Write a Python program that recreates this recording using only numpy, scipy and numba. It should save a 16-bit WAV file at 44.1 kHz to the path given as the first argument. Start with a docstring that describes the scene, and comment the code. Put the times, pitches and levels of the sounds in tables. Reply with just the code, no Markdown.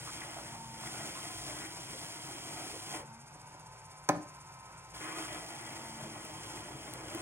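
"""First comes the gritty hiss of a flat blade scraping wet clay on a humming electric potter's wheel.
There are two long strokes, heard close to a phone in a small room. Grit hisses under the blade and the
drag of the clay shakes the wheel; the brushed motor slows under load and whines up when freed.
In the pause a tool is put down beside the wheel, whose housing gives one dull, hollow knock."""
import sys
import numpy as np
from scipy import signal
from scipy.fft import rfft, irfft, next_fast_len
from scipy.io import wavfile
from scipy.ndimage import uniform_filter1d
from numba import njit

SR = 44100
rng = np.random.default_rng(int(sys.argv[2]) if len(sys.argv) > 2 else 0)


def digitize_waveform(pressure):
    """Quantize a signal to 16-bit integers and store it at the path in sys.argv[1].

    Rows of a 2-D input are taken as channels; values are limited to [-1, 1].
    """
    field = np.atleast_2d(pressure).T
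    bounded = np.clip(field, -1, 1)
    quanta = np.round(bounded * 32767).astype(np.int16)
    wavfile.write(sys.argv[1], SR, quanta)


N = 317961
T = np.arange(N) / SR
SIZE = next_fast_len(N + SR // 2)
FREQ = np.maximum(np.arange(SIZE // 2 + 1) * SR / SIZE, 1)

# Tone (how strong the lows and highs are) of the wheel's running sounds: pitch_hz, level_db
RUMBLE_TONE = [(20, -48), (40, -30), (60, 4.5), (80, -12), (105, 2), (135, 4.5), (175, -2.5), (260, -28),
               (600, -58)]
AIR_TONE = [(60, 1), (180, -8), (300, 0), (520, -1), (750, 7), (960, 11), (1150, 1), (1450, 4), (1750, -4),
            (2400, -1), (3000, -7), (4200, -10), (5400, -6), (7000, -7), (11000, -15), (13000, -22),
            (16000, -34)]
WHINE_TONE = [(180, -4), (520, 5), (780, 2.5), (1100, 4), (1600, -8), (2800, 0), (3300, -2), (3700, -13.5),
              (5500, -36), (7500, -22), (11000, -24), (15000, -25)]
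BUZZ_TONE = [(1000, 3), (1800, -1), (2300, -4), (2900, -5), (3500, 0), (4200, -2), (4800, 7), (6000, 4),
             (7500, -4), (11000, 0), (15000, -13)]
SWISH_TONE = [(1000, -30), (2400, -13), (3300, -14), (4200, -24), (5200, -9), (6400, -2), (7500, -3),
              (10000, -5), (12000, -22), (16000, -30)]
# Tone of a blow on the housing: pitch_hz, level_db
CRACK_TONE = [(150, -10), (400, 0), (900, 3), (1800, -2), (2800, -16), (3600, -6), (4600, -3), (5300, -2),
              (6000, 2), (7200, -6), (10500, -7), (15000, -10)]
CLUNK_TONE = [(120, -16), (380, -5), (750, -7), (1800, -10), (2800, -21), (9000, -28)]
# Tone of the grit, the ringing blade, the wet clay and the shaking wheel: pitch_hz, level_db
GRIT_TONE = [(600, -25), (1500, -5), (2400, 0), (2650, -5), (4000, -3), (4400, 0), (5250, 3), (6200, -.5),
             (7200, .5), (9000, 0), (11500, -6.5), (14000, -10.5), (15000, -12.5)]
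RING_TONE = [(1500, -19.5), (2800, -1), (3300, 5), (3700, -19.5), (6000, -21.5)]
SMEAR_TONE = [(200, -28.5), (330, 9.5), (450, -0.5), (620, -0.5), (800, 2), (1100, -2), (1600, -0.5),
              (2400, -2), (4000, -34), (9000, -65)]
SHUDDER_TONE = [(50, -12), (130, 0), (190, -3), (255, -3), (300, 0), (350, 2.5), (440, -6), (520, -6),
                (700, -15), (2000, -43)]
# Where the motor, its brushes, the wheel and the blade ring: pitch_hz, width_hz, boost_db
MOTOR_PEAKS = [(224, 22, 23.5), (740, 90, 5), (904, 44, 20.5), (980, 45, 6), (1033, 70, 11), (1290, 40, 13),
               (1550, 70, 9), (1810, 60, 9), (2070, 70, 9.5), (2340, 160, 12.5), (2850, 150, 6)]
BRUSH_PEAKS = [(2380, 200, 4), (3650, 150, 5), (4900, 150, 6), (5200, 130, 5), (6600, 150, 5),
               (7500, 150, 3), (7850, 250, -7), (8200, 170, 8), (8840, 250, -7), (9400, 150, 12),
               (10250, 250, -5), (11150, 250, 6), (11900, 200, 7)]
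WHEEL_PEAKS = [(226, 15, 5), (304, 34, 7), (603.6, 23, 4), (686, 44, 3), (770, 49, 4), (1035, 53, 4.5),
               (1260, 83, 4), (1985, 40, 3)]
BLADE_PEAKS = [(3300, 380, 6), (4350, 250, 2), (5200, 400, 2), (7350, 600, 3), (7880, 250, -8),
               (8300, 400, 2.5), (9050, 300, 3), (9800, 250, 3), (10200, 220, -7), (10500, 500, 4.5),
               (12600, 400, 5)]
# Slow swell of the rumble: time_s, level_db
RUMBLE_SWELL = [(0, 2.5), (1.3, 1.5), (1.6, 0), (3.7, -1), (4.4, -0.5), (5.2, -1), (7.2, 1.5)]
# Two faint taps, then a hollow knock and its quick rebounds: start_s, strength_db, cutoff_hz
KNOCKS = [(3.35, -24, 1900), (3.541, -23, 1800), (4.0892, 7, 9000), (4.096, -6.5, 3000), (4.1291, -2, 380),
          (4.147, -9, 2200), (4.159, -1.5, 360), (4.1656, -4.5, 360), (4.1922, -11, 420)]
# Notes the housing rings with: pitch_hz, level_db, fade_s (time to fall by 60 dB)
HOUSING_NOTES = [(113, -21, .3), (172, -10, .1), (268, -8, .06), (301, -5, .1), (345, -10, .07),
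                 (385, -14, .08), (538, -7, .07), (587, -3, .08), (650, -7, .05), (730, -3, .045),
                 (786, 1, .055), (850, -8, .045), (1035, -4, .08), (1222, -11, .07), (1270, -11, .055),
                 (1464, -15, .08), (1760, -12, .08), (2250, -14, .07), (2430, -14, .06), (5950, -12, .02)]
# Strokes of the blade, the first already under way: touch_s, lift_s
STROKES = [(-.41, 3.04), (4.934, 7.5)]
# The hand's work, one list a stroke: time_s, pressure_db, drag_db, hollow_pitch_hz
HAND_MOVES = [
    [(0, 3.5, -2.5, 940), (.12, 5, -1.5, 970), (.22, 4, 2, 810), (.5, 1.5, -4.5, 750), (.62, -1, -11, 745),
     (.77, -0.5, -7, 750), (.81, 5.5, 1, 766), (1.2, 6, 0, 770), (1.42, 6.5, -3.5, 736), (1.55, 7, 2, 690),
     (1.7, 3.5, -4.5, 760), (1.95, 5, -2.5, 614), (2.2, 4.5, -4, 810), (2.33, 5.5, -1, 780),
     (2.84, 5, -2.5, 706), (2.94, 7.5, 5, 706)],
    [(4.97, 2, -0.5, 920), (5.05, 2.5, 7, 1150), (5.15, 3, 2.5, 1030), (5.225, 8, 8, 710),
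     (5.265, 7.5, 3, 885), (5.31, 4.5, 6.5, 740), (5.44, 1, -1, 700), (5.72, 1.5, 1.5, 675),
     (5.86, 1, -2.5, 680), (6.13, 0, -0.5, 637), (6.57, 2.5, 0, 543), (6.66, -2, -1.5, 560),
     (6.87, 0, .5, 613), (7.01, -2.5, -1.5, 590), (7.15, 3.5, 4, 620)],
]
# Wet lumps that catch under the blade: middle_s, level_db, pitch_hz, half_length_s
LUMPS = [(.085, -46, 1250, .035), (.23, -51, 1850, .05), (.383, -45.5, 745, .045), (.555, -51, 760, .035),
         (.83, -50, 770, .045), (1.01, -49, 730, .035), (1.071, -49, 305, .054), (1.17, -49, 1040, .04),
         (1.62, -50, 300, .045), (1.958, -51.5, 540, .04), (2.331, -52, 313, .07),
         (2.622, -49.5, 704, .053), (2.752, -47.5, 460, .034), (2.944, -49, 725, .071),
         (3.013, -52, 515, .053), (5.075, -49, 1300, .04), (5.135, -49, 1090, .045),
         (5.161, -51, 330, .073), (5.19, -47, 690, .045), (5.245, -48, 1260, .04), (5.785, -53, 650, .05),
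         (6.055, -49, 128, .052), (6.07, -52, 350, .05), (6.14, -51, 305, .05), (6.77, -49, 330, .059),
         (7.169, -44.5, 338, .086)]
# Coarse grains that crack under the blade: start_s, level_db, rise_s
SNAPS = [(6.2505, -32.5, .0003), (6.9364, -29.5, .0006), (7.1484, -29.5, .0007)]
# Hollows between blade, fingers and clay: pitch_multiple, width_share (of their pitch), level_db
HOLLOWS = [(1, 0.088, 4.5), (1.68, 0.23, -2), (2.7, 0.3, -6)]

FREE_HZ, LOADED_HZ = 258.8, 187  # brush ticks a second: motor running free, and fully loaded
TICKS_PER_TURN, BEARING_CYCLES_PER_TURN = 16, 57.7
HISS_DB, RING_DB, SMEAR_DB, SHUDDER_DB = -52, -57.5, -56, -60  # before pressure and drag are added


def amp(db):
    """Turn decibels into a gain."""
    return 10 ** (np.asarray(db) / 20)


def unit(x):
    """Scale to an average (rms) level of 1."""
    return x / np.sqrt(np.mean(x ** 2))


def curves(table):
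    """Join each column's points with straight lines in time."""
    times, *columns = np.transpose(table)
    return [np.interp(T, times, column) for column in columns]


def wobble(per_s):
    """A smooth random wobble of size about 1."""
    hold = max(int(SR / per_s), 2)
    steps = np.repeat(rng.standard_normal(N // hold + 1), hold)
    return unit(uniform_filter1d(steps, hold)[:N])


def shape(x, tone, peaks=()):
    """Filter a sound to a broad tone with narrow peaks and dips on top."""
    hz, db = np.transpose(tone)
    db = np.interp(np.log(FREQ), np.log(hz), db)
    for centre, width, boost in peaks:
        db = db + boost / (1 + (2 * (FREQ - centre) / width) ** 2)
    # this folding makes the filter ring after a hit, never before it
    cepstrum = irfft(np.log(amp(db)), SIZE)
    cepstrum[1:SIZE // 2] *= 2
    cepstrum[SIZE // 2 + 1:] = 0
    return irfft(rfft(x, SIZE) * np.exp(rfft(cepstrum)), SIZE)[..., :N]


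def grains(per_s, spread_db):
    """Many tiny hits of unequal size."""
    hits = (rng.random(N) < per_s / SR) * rng.standard_normal(N)
    return unit(hits * amp(spread_db * rng.standard_normal(N)))


def tick_train(ticks):
    """One sharp tick a cycle, made of 60 equally strong harmonics."""
    phase = np.pi * (ticks % 1 - .5) + 1e-9
    return np.sin(121 * phase) / np.sin(phase) - 1


@njit
def resonance(x, hz, width_share):
    """Let through only a band around a moving pitch."""
    y, band, low = np.empty(len(x)), 0., 0.
    for i in range(len(x)):
        g = np.tan(np.pi * hz[i] / SR)
        v = (band + g * (x[i] - low)) / (1 + g * (g + width_share))
        band, low, y[i] = 2 * v - band, low + 2 * g * v, width_share * v
    return y


def place(x, near_db, room_db, pan_db=0, left_delay_s=.000114):
    """Sound reaches the right microphone first; the nearby splash pan and the room add echoes."""
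    t = T[:SR // 2]

    def tail(noise, fade_s):
        return rfft(unit(noise * amp(-60 * t / fade_s) * (t > .002)), SIZE) / np.sqrt(len(t))

    near, low, high = rng.standard_normal((3, 2, len(t)))
    dull = 1 / (1 + (FREQ / 2500) ** 2)
    room = np.sqrt(dull) * tail(low, fade_s=.42) + .03 * np.sqrt(1 - dull) * tail(high, fade_s=.33)
    echoes = amp(near_db) * tail(near, fade_s=.05) * FREQ / (FREQ + 500) + amp(room_db) * room
    alike = 1 / (1 + (FREQ / 800) ** 2)  # long waves reach both microphones alike
    echoes = np.array([echoes[0], alike * echoes[0] + np.sqrt(1 - alike ** 2) * echoes[1]])
    direct = np.exp(-2j * np.pi * FREQ * np.array([[left_delay_s], [0]]))
    balance = amp(np.array([[pan_db], [-pan_db]]) / 2)
    return irfft(rfft(x, SIZE) * (direct + echoes), SIZE)[:, :N] * balance


def hand():
    """Pressure (dB), drag (dB) and the pitch of the hollow under the blade (Hz) over time."""
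    return curves([point for stroke in HAND_MOVES for point in stroke])


def contact(bite_s=.0067, lift_s=.099):
    """How fully the blade lies on the clay, 0 to 1: a quick bite, a hold and a slower lift."""
    return sum(np.clip(np.minimum((T - touch) / bite_s, (lift - T) / lift_s), 0, 1)
               for touch, lift in STROKES)


def rumble_and_air():
    """Bearings rumble through the frame, louder under the blade; cooling air rushes through the motor."""
    rumble = unit(shape(rng.standard_normal(N), RUMBLE_TONE))
    rumble *= amp(-59 + curves(RUMBLE_SWELL)[0] + 2 * contact() + .31 * wobble(6.7))
    air = unit(shape(rng.standard_normal(N), AIR_TONE)) * amp(-58 + wobble(11))
    return place(rumble, near_db=-12, room_db=-17, pan_db=2) + place(air, near_db=-20, room_db=0)


def motor_rate(sag_hz_per_s=36, rise_before_lift_s=.44, recover_s=.59):
    """Brush ticks a second: drag slows the motor; its whine rises again shortly before a scrape ends."""
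    _, drag_db, _ = hand()
    pull = sag_hz_per_s * amp(np.minimum(drag_db, 0))
    sag = 0
    for touch, lift in STROKES:
        rise_at = lift - rise_before_lift_s
        lost_hz = sag_hz_per_s * max(-touch, 0) + np.cumsum(pull * (T > touch) * (T < rise_at)) / SR
        still_lost = np.exp(-(np.maximum(T - rise_at, 0) / recover_s) ** 1.6)  # spin-up starts gently
        sag = sag + np.minimum(lost_hz, FREE_HZ - LOADED_HZ) * still_lost
    return FREE_HZ - sag


def motor(hardest_press_s=3.731):
    """The brushes tick over the motor's spinning contacts and press harder once in each turn."""
    rate = motor_rate()
    ticks = np.cumsum(rate * (1 + .0015 * wobble(9))) / SR
    turns = (ticks - np.interp(hardest_press_s, T, ticks)) / TICKS_PER_TURN
    press = ((1 + np.cos(2 * np.pi * turns)) / 2) ** 1.8 * amp(1.5 * wobble(16))
    whine = unit(shape(tick_train(ticks + .003 * wobble(90)), WHINE_TONE, MOTOR_PEAKS))
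    hum = signal.sosfilt(signal.butter(2, 2000, fs=SR, output="sos"), whine)
    # each tick comes a little early or late and has its own strength
    chatter = tick_train(ticks + .007 * wobble(60)) * amp(3 * wobble(FREE_HZ))
    buzz = unit(shape(chatter, BUZZ_TONE, BRUSH_PEAKS))
    bearing = amp(-62.5) * np.sin(2 * np.pi * BEARING_CYCLES_PER_TURN * turns + .7 * wobble(30))
    swish = unit(shape(rng.standard_normal(N), SWISH_TONE, BRUSH_PEAKS))
    brushes = amp(-65) * buzz * (1 + .4 * press) + amp(-60) * swish * (.2 + press)
    hum *= amp(-57.5 + 2 * contact() + 1.3 * wobble(14))  # grows while the blade brakes the wheel
    speed = rate / FREE_HZ  # a slower motor is quieter
    return place(speed * (hum + bearing - brushes), near_db=-30, room_db=-20)


def knocks():
    """Each blow makes the hollow housing crack and ring; softer contacts sound duller."""
    push = np.zeros(N)
    t = T[:SR // 2]
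    for start_s, strength_db, cutoff_hz in KNOCKS:
        force = t * np.exp(-2 * np.pi * cutoff_hz * t)
        start = int(start_s * SR)
        push[start:start + len(t)] += amp(strength_db) * force / force.sum()
    # neighbouring notes swing in opposite directions
    ring = sum((-1) ** k * amp(db - 60 * t / fade_s) * np.sin(2 * np.pi * hz * t)
               for k, (hz, db, fade_s) in enumerate(HOUSING_NOTES))
    crack = shape(rng.standard_normal(len(t)) * np.exp(-t / .0032), CRACK_TONE)[:len(t)]
    # the panels' many weaker notes blur into a short clunk
    clunk = shape(rng.standard_normal(len(t)) * np.exp(-t / .022), CLUNK_TONE)[:len(t)]
    blow = amp(-26) * ring + amp(-20) * crack + amp(-21) * clunk
    # the blow carries no deep bass
    blow = signal.sosfilt(signal.butter(3, 105, "high", fs=SR, output="sos"), blow)
    sound = signal.fftconvolve(push, blow)[:N]
    # the boom of the whole housing lies to the left of the struck spot
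    boom = signal.sosfiltfilt(signal.butter(3, 430, fs=SR, output="sos"), sound)
    return (place(boom, near_db=-20, room_db=-8, pan_db=3.2)
            + place(sound - boom, near_db=-14, room_db=-8, pan_db=-1.2))


def squelches(small_per_s=6, low_hz=497, high_hz=1330, slips_per_s=500):
    """A wet lump briefly sticks and slips with a hollow pitch of its own; small ones come at random."""
    out = np.zeros(N)
    _, drag_db, _ = hand()
    touching = contact()
    small_lumps = []
    for when, size, pitch in rng.random((int(small_per_s * N / SR), 3)):
        i = int(when * N)
        if touching[i] > .5:
            db = -57 + drag_db[i] / 2 + 2 * (2 * size - 1)
            small_lumps.append((T[i], db, low_hz * (high_hz / low_hz) ** pitch, .035))
    for middle_s, db, hz, half_length_s in LUMPS + small_lumps:
        n = int(2 * half_length_s * SR)
        slips = rng.standard_normal(n) * (rng.random(n) < slips_per_s / SR)
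        band = signal.butter(1, [hz / 1.085, hz * 1.085], "band", fs=SR, output="sos")
        lump = unit(signal.sosfilt(band, slips) * np.hanning(n)) * np.sqrt(3 / 8)
        start = max(int((middle_s - half_length_s) * SR), 0)
        out[start:start + n] += amp(db) * lump[:N - start]
    return place(out, near_db=-8, room_db=-15)


def snaps():
    """Single coarse grains crack against the blade, each with a tiny bright crunch."""
    force = np.zeros(N)
    for start_s, db, rise_s in SNAPS:
        age = np.maximum(T - start_s, 0) / rise_s
        force += amp(db) * age * np.exp(1 - age)
    bright = [(1000, -16), (4000, -8), (7000, -5), (8500, 0), (11000, -1), (14500, -5), (16000, -10)]
    return shape(force * rng.standard_normal(N), bright)


def crumbs(drag_db, per_s=55, fade_s=.002):
    """The grit's gain jumps as a firm crumb meets the edge, more under drag, and falls as it breaks."""
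    hits = (rng.random(N) < per_s / SR) * rng.rayleigh(np.sqrt(.5), N) * amp(drag_db)
    return unit(1 + .42 * signal.fftconvolve(hits, np.exp(-T[:SR // 20] / fade_s))[:N])


def hollows(x, pitch_hz, drift_octaves=.17, shifts_per_s=14, flicker_db=3.5):
    """Pockets under the blade open, close and shift in pitch as the clay keeps reshaping them."""
    out = x
    for multiple, width_share, level_db in HOLLOWS:
        hz = multiple * pitch_hz * 2 ** (drift_octaves * wobble(shifts_per_s))
        gain = amp(level_db + flicker_db * wobble(2 * shifts_per_s))
        out = out + resonance(x, hz, float(width_share)) * gain
    return out


def scrape():
    """Grit strikes the blade and rings it; wet clay grips and slips in lumps, shaking the wheel."""
    pressure_db, drag_db, hollow_hz = hand()
    touching = contact()
    lumpy, uneven = wobble(45), wobble(18)  # the layers flicker over the uneven clay
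    hiss = unit(shape(grains(per_s=20000, spread_db=2.4), GRIT_TONE, BLADE_PEAKS))
    hiss *= touching * amp(HISS_DB + pressure_db + .25 * uneven + .8 * lumpy)
    ring = unit(shape(grains(per_s=9000, spread_db=2.6), RING_TONE))
    ring *= touching * amp(RING_DB + .45 * pressure_db + .59 * drag_db + .4 * uneven)
    slips = grains(per_s=3500, spread_db=1.9) * amp(1.1 * lumpy + 1.8 * wobble(130))
    smear = unit(hollows(shape(slips, SMEAR_TONE, WHEEL_PEAKS), hollow_hz))
    smear *= touching * amp(SMEAR_DB + drag_db + .5 * uneven)
    jolts = grains(per_s=900, spread_db=.55) * amp(.29 * lumpy)
    shudder = unit(shape(jolts, SHUDDER_TONE, WHEEL_PEAKS))
    slowed = (FREE_HZ - motor_rate()) / (FREE_HZ - LOADED_HZ)  # a slowed wheel sticks and slips harder
    shudder *= touching * amp(SHUDDER_DB + .88 * drag_db + 6.5 * slowed + 1.1 * uneven)
    blade = place((hiss + ring) * crumbs(drag_db) + snaps(), near_db=-14, room_db=-18, pan_db=.1)
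    wheel = place(shudder, near_db=-8, room_db=-13, pan_db=.5)
    clay = place(smear, near_db=5.5, room_db=2.5, pan_db=.5)
    return blade + wheel + clay


def scene():
    """The blade on the clay, the running wheel and the knocks, added together."""
    return scrape() + motor() + rumble_and_air() + knocks() + squelches()


def record(dry):
    """The phone cuts the deepest bass and the highest treble."""
    thin = signal.sosfilt(signal.butter(3, 38, "high", fs=SR, output="sos"), dry)
    return signal.sosfilt(signal.ellip(8, .2, 70, 15800, fs=SR, output="sos"), thin)


dry = scene()
out = record(dry)
digitize_waveform(out)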